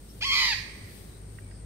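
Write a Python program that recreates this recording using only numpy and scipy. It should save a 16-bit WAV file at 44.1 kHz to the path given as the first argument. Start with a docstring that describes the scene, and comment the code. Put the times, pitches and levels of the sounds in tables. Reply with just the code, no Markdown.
"""A parrot flying over a clearing gives one harsh squawk, a filtered harmonic voice scattered by the trees.
Its pitch arches up and down; in mid call the voice breaks into a fast flutter with side tones and rasp.
Behind it: a low motor-like drone of two sines, rumble and air of coloured noise, a buzzing insect of
rapid downward chirps, swells of noise hiss, faint far birds of blurred glides and two ticks of ringing modes."""
import sys
import numpy as np
from scipy import signal
from scipy.fft import rfft, irfft
from scipy.io import wavfile
from scipy.ndimage import uniform_filter1d

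SR = 44100
rng = np.random.default_rng(int(sys.argv[2]) if len(sys.argv) > 2 else 0)


def pcm_store(signal):
    """Save signal as 16-bit PCM."""
    levels = np.round(np.clip(np.atleast_2d(signal), -1, 1) * 32767)
    wavfile.write(sys.argv[1], SR, levels.astype(np.int16).T)


N = 72765
TIME = np.arange(N) / SR  # s
BINS_HZ = np.fft.rfftfreq(N, 1 / SR)


def from_db(db):
    """Amplitude gain is ten to the power of a twentieth of the decibels."""
    return 10 ** (np.asarray(db) / 20)


def rms_one(x):
    """Normalisation by the root mean square gives unit effective amplitude."""
    return x / np.sqrt(np.mean(x ** 2) + 1e-20)


def in_time(rows):
    """Linear interpolation carries each column of a curve to every sample."""
    s, *columns = np.transpose(rows)
    return [np.interp(TIME, s, column) for column in columns]


def at_hz(points, hz, axis=1):
    """Interpolation of one spectrum column along log frequency."""
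    table = np.array(points)
    return np.interp(np.log(hz + 1), np.log(table[:, 0]), table[:, axis])


def colour(x, points, axis=1):
    """Zero-phase filtering: each frequency is multiplied by a smooth gain curve."""
    return irfft(rfft(x) * from_db(at_hz(points, BINS_HZ, axis)), N)


def drift(hz):
    """Low-passed noise is a smooth random motion up to about this rate, of unit rms."""
    spectrum = rfft(rng.standard_normal(N))
    return rms_one(irfft(spectrum / (1 + (BINS_HZ / hz) ** 4), N))


def pan(db):
    """Intensity panning: left gains and right loses this many dB."""
    return from_db(np.array([[1], [-1]]) * db)


def turn(hz):
    """Phase is the time integral of angular frequency."""
    return 2 * np.pi * np.cumsum(hz) / SR


def blurred_tone(hz, width_hz):
    """Multipath fading through the leaves: random quadrature amplitudes, different in each ear."""
    phase = turn(hz)

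    def one_ear():
        return rms_one(drift(width_hz) * np.cos(phase) + drift(width_hz) * np.sin(phase))

    return np.array([one_ear(), one_ear()])


def rumble_and_air():
    """Diffuse-field coherence: noise shares more between the ears where their likeness is higher."""
    # steady background spectrum: f/Hz, density/dB per Hz (relative)
    spectrum = [(20, -10), (38, -35), (52, 4), (70, 1), (110, -2), (180, -3), (280, -8.5), (420, -9.5),
                (650, -19), (1000, -24), (2000, -25.5), (3000, -32), (4500, -29.5), (7000, -33.5),
                (9500, -31.5), (11000, -87), (16000, -63)]
    # overall level: t/s, level/dB
    level = [(0, -49.5), (.8, -47), (1.65, -48.5)]
    # left-right correlation: f/Hz, likeness/1
    likeness = [(50, 0.88), (130, 1), (300, 0.63), (600, 0.26), (1200, .1), (4000, 0.026), (15000, 0.25)]
    alike = np.clip(at_hz(likeness, BINS_HZ), -1, 1)
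    mid, side = rfft(rng.standard_normal((2, N)))
    common = np.sqrt(1 + alike) * mid
    opposed = np.sqrt(1 - alike) * side * [[1], [-1]]
    noise = irfft(common + opposed, N)
    return rms_one(colour(noise, spectrum)) * from_db(in_time(level)[0])


def drone():
    """Harmonic series: a wavering fundamental and its octave share one phase."""
    # distant drone: t/s, fundamental level/dB, octave level/dB
    levels = [(0, -45.5, -70), (.15, -51, -52.5), (.45, -45.5, -62.5), (.6, -49.5, -46), (.71, -50, -65),
              (.82, -52.5, -44.5), (1.02, -47.5, -64), (1.17, -51, -50.5), (1.43, -49, -45.5),
              (1.65, -43.5, -53)]
    phase = turn(51 * (1 + .02 * drift(10)))  # fundamental near 51 Hz
    tone = np.zeros(N)
    for harmonic, db in enumerate(in_time(levels), 1):
        amplitude = np.sqrt(2) * from_db(db + 0.55 * drift(36))  # a sine's peak from its rms
        tone += amplitude * np.sin(harmonic * phase)
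    return tone * pan(0.7)


def insect():
    """Periodic frequency and amplitude modulation: rapid chirps, each sweeping down, fuse to a buzz."""
    # t/s, level/dB
    level = [(0, -61.5), (.3, -62.5), (.7, -59), (1.1, -60), (1.45, -59.5), (1.65, -59)]
    rate_hz, centre_hz, sweep_hz, width_hz, depth = 91, 8557, 950, 420, 0.3
    stroke = np.cumsum(rate_hz * (1 + 0.015 * drift(13))) / SR % 1  # position in the chirp, 0-1
    tone = blurred_tone(centre_hz + sweep_hz * (.5 - stroke), width_hz)
    chirps = tone * (1 - depth * np.cos(2 * np.pi * stroke))
    return rms_one(chirps) * from_db(in_time(level)[0]) * pan(3.5)


def hiss():
    """Coloured noise under a slow envelope: a soft high hiss swells and sinks, mostly on the left."""
    # t/s, level/dB, left minus right/dB
    swells = [(0, -62.5, 0), (.11, -57, 1), (.19, -58, 6), (.4, -43, 3.5), (.47, -46.5, -0.5), (.7, -63, 2),
              (.776, -60, 8), (.81, -63.5, 6), (.87, -60.5, 14), (.98, -55.5, 10.5), (1.26, -67.5, 2.5),
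              (1.365, -63.5, 11), (1.5, -70, 6), (1.6, -73, -2)]
    # f/Hz, density/dB per Hz (relative)
    spectrum = [(1000, -38), (3000, 6.5), (5000, 5.5), (7000, 1.5), (11500, 7), (15500, 3.5)]
    db, balance_db = in_time(swells)
    noise = rms_one(colour(rng.standard_normal((2, N)), spectrum))
    return noise * from_db(db) * pan(balance_db / 2)


def far_birds():
    """Frequency glides under half-sine envelopes, blurred by distance into faint notes."""
    # onset t/s, length/s, mid pitch f/Hz, fall/Hz (negative rises), blur width/Hz,
    # level at mid note/dB, left gain and right loss/dB
    calls = [(0.085, 0.045, 5500, -300, 220, -59, 1.5), (1.06, .16, 3890, 200, 298, -64.5, 0.5),
             (1.394, 0.15, 2310, 141, 50, -65.5, -1), (1.482, .135, 4900, 200.5, 403, -65, -1)]
    out = np.zeros((2, N))
    for s, length, hz, fall_hz, width_hz, db, pan_db in calls:
        along = np.clip((TIME - s) / length, 0, 1)
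        note = blurred_tone(hz + fall_hz * (.5 - along), width_hz)
        out += note * np.sin(np.pi * along) * from_db(db) * pan(pan_db)
    return out


def parrot():
    """Source and filter: rough pitch kicks split the harmonics into side tones, throat and beak shape them."""
    # the voice's pitch: t/s, f/Hz
    pitch_curve = [(.21, 550), (.226, 800), (.24, 935), (.256, 1100), (.275, 1110), (.303, 1045),
                   (.322, 1055), (.342, 1095), (.36, 1015), (.382, 1015), (.42, 993), (.47, 960),
                   (.49, 925), (.515, 890), (.54, 755)]
    # its effort: t/s, level/dB
    effort = [(.21, -39.5), (.226, -28.5), (.25, -29.5), (.265, -26), (.3, -27.5), (.335, -23),
              (.36, -25.5), (.385, -25.5), (.43, -25), (.46, -28), (.52, -29.5), (.537, -27.5)]
    # how far the voice breaks: t/s, roughness/1 (0-1)
    roughness = [(.21, .3), (.245, .25), (.262, .04), (.3, .12), (.325, .95), (.36, .75), (.38, 1),
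                 (.47, .95), (.495, .25), (.52, .15), (.54, .3)]
    # throat and beak: f/Hz, gain with beak half open/dB, gain wide open/dB (relative)
    throat = [(506, 0, -31), (790, -19, -14), (895, -11, -11), (1125, -4, -8.5), (1300, -5, -3.5),
              (1470, -8, -5), (1840, -10, -0.5), (1830, -5.5, -2.5), (2470, 8, 3), (2930, -3, -9),
              (3100, 7, -0.5), (3380, 4, -4.5), (3580, -10.5, -5), (4580, 1, 0.5), (5110, -4.5, -9),
              (7090, -19, -18), (8180, -27, -30), (11000, -29, -35), (15000, -46, -39)]
    start_s, end_s, attack_s, release_s = 0.2057, 0.5304, 0.007, 0.012
    opening_s, opened_s = .28, .36  # the beak opens wide between these times
    flutter_hz, wander, sharpness, kick_spread_db = 146, .015, 4, .7
    # at full roughness: mean pitch lift, loss of amplitude per unit kick, random pitch share and level
    lift_hz, kick_dip, jitter, shimmer_db = 73, .25, .009, 1.8
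    pitch, rough = in_time(pitch_curve)[0], in_time(roughness)[0]

    # flutter: raising the wave to a power narrows each kick
    flutter = (1 + np.sin(turn(flutter_hz * (1 + wander * drift(82))))) / 2
    kick = flutter ** sharpness * from_db(kick_spread_db * drift(100))
    jittered_hz = pitch * (1 + jitter * np.sqrt(rough) * drift(300))
    phase = turn(jittered_hz + rough * lift_hz * kick / kick.mean())

    pulses = rms_one(sum(np.cos(k * phase) for k in range(1, 15)))
    rasp = from_db(-23) * (1 + np.cos(phase)) * rng.standard_normal(N)  # noise pulsing at the pitch
    shimmer = from_db(shimmer_db * np.sqrt(rough) * drift(184))
    source = (pulses + rasp) * (1 - kick_dip * rough * kick) * shimmer

    opening = np.clip((TIME - opening_s) / (opened_s - opening_s), 0, 1)
    half_open = colour(source, throat, axis=1)
    wide_open = colour(source, throat, axis=2)
    voice = (1 - opening) * half_open + opening * wide_open
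    # level out the short-term rms, so that effort alone sets the loudness
    voice = voice / np.sqrt(uniform_filter1d(voice ** 2, size=900) + 1e-12)
    attack = np.clip((TIME - start_s) / attack_s, 0, 1)
    release = np.clip(1 - (TIME - end_s) / release_s, 0, 1)
    return voice * attack * release * from_db(in_time(effort)[0])


def scattered_paths(t60, per_s):
    """Exponential reverberant decay of random clumped echoes, rising over about 20 ms, of unit energy."""
    arrives = rng.random((2, N)) < per_s / SR
    clumps = from_db(1.5 * drift(37))
    paths = rng.standard_normal((2, N)) * arrives * clumps
    paths = paths * from_db(-60 * TIME / t60) * (1 - np.exp(-TIME / .02))
    return paths / np.sqrt(np.sum(paths ** 2, axis=1, keepdims=True) + 1e-20)


def clearing(call):
    """Convolution with an impulse response: close, near and far echoes join the direct call."""
    # scatter from the trees: f/Hz, near foliage gain/dB, far trees gain/dB
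    scatter = [(696, -10, -12), (1070, -11.5, -14), (2050, -0.5, -7), (3170, -6, -16), (4820, 0, -12),
               (6900, -2, -10), (14000, -4, -33)]
    # the bird flies in from the right: t/s, lead of the right side/s
    right_lead = [(.22, .000132), (.39, .000108), (.53, .000068)]
    # how the two sides hear the call: f/Hz, left minus right/dB
    ear_balance = [(1100, -.5), (2200, -0.5), (3200, 2.5), (4300, -3), (6000, 0.5), (9000, 7.5)]
    echoes_per_s, return_delay_s = 1500, .35
    near = colour(scattered_paths(0.35, echoes_per_s), scatter, axis=1)
    far = colour(scattered_paths(1, echoes_per_s), scatter, axis=2)

    # late return from the far edge of the clearing
    edge = colour(scattered_paths(1, echoes_per_s), scatter, axis=2)
    late = np.array([np.interp(TIME - return_delay_s, TIME, side, left=0) for side in edge])

    # reflections from right around the listener, one path at every sample
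    close = scattered_paths(0.019, SR)
    response = near + far + from_db(-21) * late + from_db(-5) * close
    echoes = signal.fftconvolve(call[None], response, axes=1)[:, :N]

    right = np.interp(TIME + in_time(right_lead)[0], TIME, call)
    direct = np.array([call, right])
    heard = direct * pan(-.5) + echoes * pan(-1.47)
    return irfft(rfft(heard) * pan(at_hz(ear_balance, BINS_HZ) / 2), N)


def ticks():
    """Modal ringing: two light taps excite the same short damped modes."""
    # t/s, level/dB
    taps = [(1.3862, -40.5), (1.513, -49)]
    # f/Hz, level relative to the tap/dB, 60 dB decay time/s
    modes = [(1613, -7.5, 0.028), (1893, 0, 0.02), (2760, -17.5, 0.041)]
    contact_s = 0.00047  # time constant of the onset
    out = np.zeros(N)
    for s, db in taps:
        age = np.maximum(TIME - s, 0)
        onset = 1 - np.exp(-age / contact_s)
        for hz, mode_db, t60 in modes:
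            decay = from_db(db + mode_db - 60 * age / t60)
            out += onset * decay * np.sin(2 * np.pi * hz * age)
    return out * pan(-8)


def scene():
    """Superposition: the squawk among the trees adds to the quiet surroundings."""
    surroundings = rumble_and_air() + drone() + insect() + hiss() + far_birds()
    return surroundings + clearing(parrot()) + ticks()


def record(dry):
    """Low-pass filtering: a 100 Hz wide slope cuts the top steeply."""
    cutoff_hz = 15750
    passed = np.clip((cutoff_hz - BINS_HZ) / 100 + .5, 0, 1)
    return irfft(rfft(dry) * passed, N)


dry = scene()
out = record(dry)
pcm_store(out)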